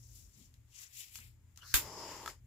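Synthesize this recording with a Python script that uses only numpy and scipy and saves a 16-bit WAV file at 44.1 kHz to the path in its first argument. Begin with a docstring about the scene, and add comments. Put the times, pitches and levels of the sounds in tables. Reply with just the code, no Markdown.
"""A quiet carpeted room, where a small gas torch is lit in a gloved hand.
Cloth swishes as the arm moves (strokes of coloured noise); the trigger ticks (cracks and ringing modes);
gas starts to hiss (steady noise), the igniter snaps (a grainy burst with rings and a low jolt), and a flame
roars for half a second (fluttering noise bands) and dies as the trigger is let go.
Low hum and rumble lie under it; of the two microphone ports the left has a bright resonance."""
import sys
import numpy as np
from scipy import signal
from scipy.fft import rfft, irfft
from scipy.io import wavfile

SR = 44100
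rng = np.random.default_rng(int(sys.argv[2]) if len(sys.argv) > 2 else 0)


def volts(x):
    """Linear amplitude factor 10**(x/20) for a level x in dB, scalar or array-like."""
    e = np.asarray(x, float) / 20
    return 10 ** e


def to_wav(s):
    """Save 16-bit WAV."""
    ch = np.atleast_2d(s).T  # columns
    pcm = np.round(np.clip(ch, -1, 1) * 32767)  # PCM
    wavfile.write(sys.argv[1], SR, pcm.astype(np.int16))


N = 108574
T = np.arange(N) / SR
HZ = np.maximum(np.fft.rfftfreq(N, 1 / SR), 1)
SIDES = np.array([[1], [-1]])  # left, right

# How alike the ports hear near and far sounds: (likeness in the bass [0..1], frequency where it halves [Hz])
NEAR_LIKENESS = (1, 1800)
FAR_LIKENESS = (.9, 450)
# The room's answer to a blow: decay and build-up time
ROOM_T60_S, ROOM_BUILD_S = 0.17, 0.0093


def rms_one(x):
    """Scale to rms 1."""
    return x / np.sqrt(np.mean(x ** 2) + 1e-20)


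def in_time(rows, edge_s=0.017):
    """Table columns over time; beyond each end they slide to 40 below the end value within edge_s."""
    s, *columns = np.transpose(rows)
    s = np.r_[s[0] - edge_s, s, s[-1] + edge_s]
    return [np.interp(T, s, np.r_[c[0] - 40, c, c[-1] - 40]) for c in columns]


def at_hz(points):
    """A spectrum table on the frequency grid, interpolated over log frequency."""
    hz, value = np.transpose(points)
    return np.interp(np.log(HZ), np.log(hz), value)


def drift(rate_hz):
    """Random wandering of rms 1, mostly slower than rate_hz."""
    return rms_one(irfft(rfft(rng.standard_normal(N)) / (1 + (HZ / rate_hz) ** 2), N))


def noise(tone, likeness, grain=None):
    """Stereo noise coloured by tone and cut off beyond its ends; grain makes it lumpy; the mid has rms 1."""
    # Spread of the random sample-by-sample gain: {grain: spread [dB]}
    grain_spread = {"cloth": 3, "crack": 3, "gas": 2}
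    lumps = volts(grain_spread.get(grain, 0) * rng.standard_normal(N))
    white = rng.standard_normal((2, N)) * lumps
    mid, side = rfft(white) * volts(at_hz(tone)) * (HZ > tone[0][0]) * (HZ < tone[-1][0])
    alike = np.clip(likeness[0], 0, 1) / (1 + (HZ / likeness[1]) ** 2)
    out = irfft(np.sqrt(1 + alike) * mid + np.sqrt(1 - alike) * side * SIDES, N)
    return out / np.std(out.mean(axis=0))


def dying(start_s, t60, rise_s=0.00036):
    """Quick rise, then exponential fall by 60 dB in t60 seconds."""
    age = np.maximum(T - start_s, 0)
    return (1 - np.exp(-age / rise_s)) * volts(np.maximum(-60 * age / t60, -200))


def stroke(peak_s, rise_s, fall_s):
    """Rounded swell with exponential flanks."""
    flank_s = np.where(T < peak_s, rise_s, fall_s)
    return 1 / np.cosh(np.clip(2 * (T - peak_s) / flank_s, -50, 50))


def rings(start_s, modes):
    """One blow sets every mode ringing, each with its own random strength per port."""
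    out = 0
    for hz, db, t60 in modes:
        strength = volts(db + rng.normal(0, 2.4, (2, 1)))
        out = out + strength * dying(start_s, t60) * np.sin(2 * np.pi * hz * (T - start_s))
    return out


def band(x, hz, width_hz):
    """A broad resonance, at half amplitude half a width from its centre."""
    return irfft(rfft(x) / (1 + ((HZ - hz) / width_hz * 2) ** 2), N)


def gliding(rows, width_hz, column):
    """A band of noise whose centre follows a table column."""
    table = np.array(rows)
    centre_hz = np.interp(T, table[:, 0], table[:, column])
    phase = 2 * np.pi * np.cumsum(centre_hz) / SR
    return drift(width_hz) * np.cos(phase) + drift(width_hz) * np.sin(phase)


def flame():
    """Cold gas hisses from the nozzle; burning, it roars with shared flutter, patchy jet hiss and a whistle band."""
    # Unlit gas: (time [s], level [dB])
    gas = [(1.62, -70), (1.68, -55.5), (1.74, -54.5)]
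    # Unlit gas colour: (frequency [Hz], relative level [dB])
    gas_tone = [(1500, -15), (3400, -22.5), (4200, -6.5), (5600, -6), (7600, -17.5), (9300, -21.5),
                (10800, -16.5), (14300, -15), (16000, -19)]
    # Burning flame: (time [s], roar level [dB], hiss level [dB], whistle band level [dB])
    burn = [(1.8, -53, -51.5, -84), (1.92, -52, -58.5, -61), (2.03, -50, -56, -55),
            (2.15, -53.5, -55, -64.5), (2.24, -53.5, -56.5, -83), (2.298, -55.5, -53, -89),
            (2.399, -91, -85, -97)]
    # Roar colour: (frequency [Hz], relative level [dB])
    roar_tone = [(76, -35.5), (130, -2.5), (220, -10.5), (400, -0.5), (526, -5.5), (620, -1), (700, -12),
                 (889, 2.5), (1150, -4.5), (1900, -39.5)]
    # Jet hiss colour: (frequency [Hz], relative level [dB])
    hiss_tone = [(900, -23), (1400, -8), (2900, -11), (4070, -16.5), (5060, -7), (6200, -13.5), (7270, -9),
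                 (8950, -25.5), (10200, -17), (12200, -23), (13400, -15), (16000, -28.5)]
    catch_s = 1.745

    # From the catch on, the flame holds the levels of its first row
    roar_db, hiss_db, whistle_db = in_time([(catch_s, *burn[0][1:])] + list(burn))
    flutter = drift(23)
    roar = volts(roar_db + 1.2 * flutter) * noise(roar_tone, NEAR_LIKENESS, "gas")

    jet = noise(hiss_tone, NEAR_LIKENESS, "gas")
    # Every 1 kHz band wavers on its own
    patches = sum(volts(2.0 * drift(10)) * band(jet, hz, 1000) for hz in np.arange(1000, 17000, 1000))
    patches = patches * np.std(jet) / np.std(patches)
    hiss = volts(hiss_db + 0.69 * flutter) * patches
    whistle = volts(whistle_db + 0.63 * drift(20)) * rms_one(band(jet, hz=5150, width_hz=1000))

    cold_gas = volts(in_time(gas)[0] + 0.96 * drift(30)) * noise(gas_tone, NEAR_LIKENESS, "gas")
    return roar + hiss + whistle + cold_gas


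def igniter():
    """The hammer strikes the crystal: a grainy crack, ringing parts, a body thump, the room and a low jolt."""
    # Crack of the strike: (time [s], level [dB], t60 [s])
    strike_s, crack_db, crack_t60 = (1.7406, -17.5, 0.024)
    # Crack colour: (frequency [Hz], relative level [dB])
    snap_tone = [(250, -9), (670, -22), (1300, -4.5), (2200, -6), (2700, -4.5), (7900, -5), (8550, -7),
                 (9300, -7), (12200, -1.5), (15400, -0.5), (16900, -39.5)]
    # Ringing parts: (frequency [Hz], level [dB], t60 [s])
    snap_rings = [(1587, -27, 0.04), (2657, -40, 0.17), (3620, -31, 0.12)]
    # Body thump, nearly alike in both ports: (time [s], [(frequency [Hz], level [dB], t60 [s])])
    thump = (1.745, [(52.8, -32.5, 0.14)])
    # Low jolt, a quick swing then a slow one back: (time [s], frequency [Hz], left level [dB], right level [dB])
    jolt = [(1.7403, 165, -30, -26), (1.7433, 57, -25, -22)]
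    room_db, jolt_t60_cycles = -21.5, 4.5

    crack = noise(snap_tone, NEAR_LIKENESS, "crack") * volts(crack_db) * dying(strike_s, crack_t60)
    tail = noise(snap_tone, FAR_LIKENESS, "gas") * volts(room_db) * dying(strike_s, ROOM_T60_S, ROOM_BUILD_S)
    out = crack + rings(strike_s, snap_rings) + tail - rings(*thump)
    for k, (s, hz, left_db, right_db) in enumerate(jolt):
        wave = np.sin(2 * np.pi * hz * (T - s)) * dying(s, jolt_t60_cycles / hz)
        # Opposite sign in the two ports, and turned over for the swing back
        out = out + (-1) ** k * SIDES * volts(np.array([[left_db], [right_db]])) * wave
    return out


def trigger():
    """Ticks: a short crack, the body's modes and a room tail; the slide rubs unevenly on the body and squeaks."""
    # Trigger and handling ticks: (time [s], level [dB], body ring relative to it [dB])
    ticks = [(0.54, -58.5, -15), (1.1558, -41.5, -8), (1.187, -52.5, 4.5), (1.56, -56, -12),
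             (1.574, -47.5, -6), (2.260, -41, 16.5), (2.277, -43.5, 20.5)]
    # Modes of the torch body: (frequency [Hz], relative level [dB], t60 [s])
    body_modes = [(982, -18, 0.038), (1308, -10, 0.031), (1610, -8, 0.01), (2880, -16.5, 0.0091),
                  (3410, -13.5, 0.013), (4150, -20.5, 0.018)]
    # Tick colour: (frequency [Hz], relative level [dB])
    tick_tone = [(700, -18.5), (3000, -1.5), (4400, -1.5), (7000, 0), (9000, -9.5), (12000, -2.5),
                 (16500, -10.5)]
    # The trigger rubs in its slide: (time [s], level [dB], main resonance [Hz])
    slide = [(1.59, -65, 1350), (1.61, -80, 1350), (1.63, -61.5, 1380), (1.665, -65, 1330),
             (1.69, -74, 1550), (1.74, -61, 1680)]
    # The slide squeaks: (peak time [s], level [dB], rise [s], fall [s], frequency [Hz])
    squeaks = [(1.625, -59.5, 0.015, 0.016, 2950)]
    crack_t60_s, tick_room_db = 0.016, -13
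    slide_width_hz, slide_body_db = 250, -2

    crack = noise(tick_tone, NEAR_LIKENESS, "crack")
    tail = noise(tick_tone, FAR_LIKENESS)
    out = 0
    for s, db, ring_db in ticks:
        tick = crack * dying(s, crack_t60_s)
        ring = volts(ring_db) * rings(s, body_modes)
        room = volts(tick_room_db) * tail * dying(s, ROOM_T60_S, ROOM_BUILD_S)
        out = out + volts(db) * (tick + ring + room)

    rub = noise([(300, 0), (8000, 0)], NEAR_LIKENESS, "crack")
    # The rub excites each body mode with its own wavering strength
    body = sum(volts(db + 3.0 * drift(15)) * band(rub, hz, slide_width_hz) for hz, db, t60 in body_modes)
    main = gliding(slide, slide_width_hz, column=2)
    rubbing = volts(in_time(slide)[0]) * (volts(slide_body_db) * rms_one(body) + main)
    squeak = sum(volts(db) * stroke(s, rise, fall) * rms_one(band(rub, hz, slide_width_hz))
                 for s, db, rise, fall, hz in squeaks)
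    return out + rubbing + squeak


def swish():
    """Cloth slides on cloth: fine-grained strokes of varied colour and a gliding fold band; also two low puffs."""
    # Strokes of sleeve and glove:
    # (peak time [s], level [dB], rise [s], fall [s], lower band [dB], top band [dB]), bands relative to level
    strokes = [(.03, -67, 0.088, 0.28, -6, -0.5), (0.165, -61.5, 0.055, 0.12, -4, 3.5),
               (0.403, -64.5, 0.092, 0.1, 2, -0.5), (0.766, -57, 0.035, 0.13, -4, -7.5),
               (0.832, -54.5, 0.08, 0.035, 3.5, 1), (1.001, -60, 0.073, 0.083, 13, 11.5),
               (1.162, -60, 0.055, 0.05, 8, 9.5), (1.249, -67, 0.11, 0.067, 7.5, 5.5)]
    # Cloth colour: (frequency [Hz], relative level [dB])
    cloth_tone = [(900, -27), (1400, -28.5), (2000, -10), (4300, -6.5), (5600, 5.5), (7300, 3),
                  (8600, -8.5), (11500, -5), (16000, -7)]
    # Edges between the three bands: (lower edge [Hz], upper edge [Hz])
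    split_hz = [4200, 8700]
    # A hollow band that glides as the folds move: (time [s], centre [Hz], level [dB])
    fold = [(.72, 3006, -75), (.77, 2610, -66), (.82, 1749, -67), (.89, 2149, -74.5), (.95, 2510, -78),
            (1.015, 3200, -57), (1.07, 2593, -75.5), (1.22, 2306, -63.5), (1.3, 2107, -81.5)]
    # Low puffs: a soft cloth brush, then the short low thud of the tick at 1.187 s:
    # (peak time [s], level [dB], rise [s], fall [s])
    puffs = [(0.399, -64.5, 0.054, 0.055), (1.189, -62.5, 0.0022, 0.011)]
    # Puff colour: (frequency [Hz], relative level [dB])
    puff_tone = [(120, 11), (220, 15), (500, -9), (1600, -20)]

    cloth = noise(cloth_tone, NEAR_LIKENESS, "cloth")
    low, mid, top = (signal.sosfilt(signal.butter(3, edge, kind, fs=SR, output="sos"), cloth)
                     for edge, kind in [(split_hz[0], "low"), (split_hz, "band"), (split_hz[1], "high")])
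    power = 0  # overlapping strokes add in power, one row per band
    for s, db, rise, fall, low_db, top_db in strokes:
        band_gains = volts(db + np.array([low_db, 0, top_db]))
        power = power + np.outer(band_gains, stroke(s, rise, fall)) ** 2
    gains = np.sqrt(power) * [volts(1.3 * drift(40)) for layer in power]
    rustle = gains[0] * low + gains[1] * mid + gains[2] * top

    puff_level = sum(volts(db) * stroke(s, rise, fall) for s, db, rise, fall in puffs)
    low_puffs = puff_level * noise(puff_tone, NEAR_LIKENESS)
    folds = volts(in_time(fold)[1]) * gliding(fold, width_hz=590, column=1)
    return rustle + low_puffs + folds


def background():
    """Two hum lines, wavering in level and phase, in low rumble; and a faint hiss."""
    # Hum lines: (frequency [Hz], level [dB])
    hum_lines = [(85, -69.5), (116, -68)]
    # Gain on hum and rumble: (time [s], gain [dB])
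    lows_gain = [(0, 2), (.25, 4.5), (.35, -2), (.6, 1.5), (.8, -8), (1.1, -4.5), (1.25, 1), (1.7, -1.5),
                 (1.8, 8), (2.0, -2), (2.46, 2)]
    # Rumble colour: (frequency [Hz], relative level [dB])
    rumble_tone = [(15, -29.5), (50, 2.5), (120, -5), (190, -20.5), (250, -18), (500, -33.5), (900, -44)]
    # Faint hiss colour: (frequency [Hz], relative level [dB])
    floor_tone = [(240, -36.5), (550, -16), (2100, -11.5), (5500, -22), (7200, -11.5), (8300, -19.5),
                  (16000, -17)]
    rumble_db, floor_db = -64.5, -82
    waver_hz, waver_db, waver_rad = 4.7, 3.5, 0.36

    hum = 0
    for hz, db in hum_lines:
        level = volts(db + waver_db * drift(waver_hz)) * np.sqrt(2)
        hum = hum + level * np.sin(2 * np.pi * hz * T + waver_rad * drift(waver_hz))
    rumble = volts(rumble_db) * noise(rumble_tone, FAR_LIKENESS)
    s, db = np.transpose(lows_gain)
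    lows = volts(np.interp(T, s, db)) * (hum + rumble)
    return lows + volts(floor_db + 0.8 * drift(6)) * noise(floor_tone, FAR_LIKENESS)


def pan(db):
    """Port gains that make the left louder than the right by db."""
    return volts(db / 2 * SIDES)


def scene():
    """All sources, placed left to right; the cloth is nearer the left port and reaches the right one later."""
    cloth = swish() * pan(4.5)
    lead_s = 0.0003
    cloth = np.array([cloth[0], np.roll(cloth[1], int(lead_s * SR))])
    torch = (trigger() + flame()) * pan(1)
    return cloth + torch + igniter() * pan(-1.5) + background()


def band_limit(x):
    """A steep low-pass at the top of the band."""
    return signal.sosfilt(signal.butter(12, 16900, fs=SR, output="sos"), x)


def record(dry):
    """Each port has its own colour; above the cutoff both fall by 30 dB."""
    # Colour of the ports: (frequency [Hz], left minus right [dB])
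    ports = [(60, 3), (300, 0), (2500, 3.5), (5000, 1.5), (7200, 13.5), (9000, -2), (15000, -0.5)]
    cutoff_hz, slope_hz = 15700, 80
    port_db = at_hz(ports) / 2 * SIDES
    top_cut_db = 30 / (1 + np.exp(np.clip((cutoff_hz - HZ) / slope_hz, -50, 50)))
    mix = irfft(rfft(dry) * volts(port_db - top_cut_db), N)
    return band_limit(mix)


dry = scene()
out = record(dry)
to_wav(out)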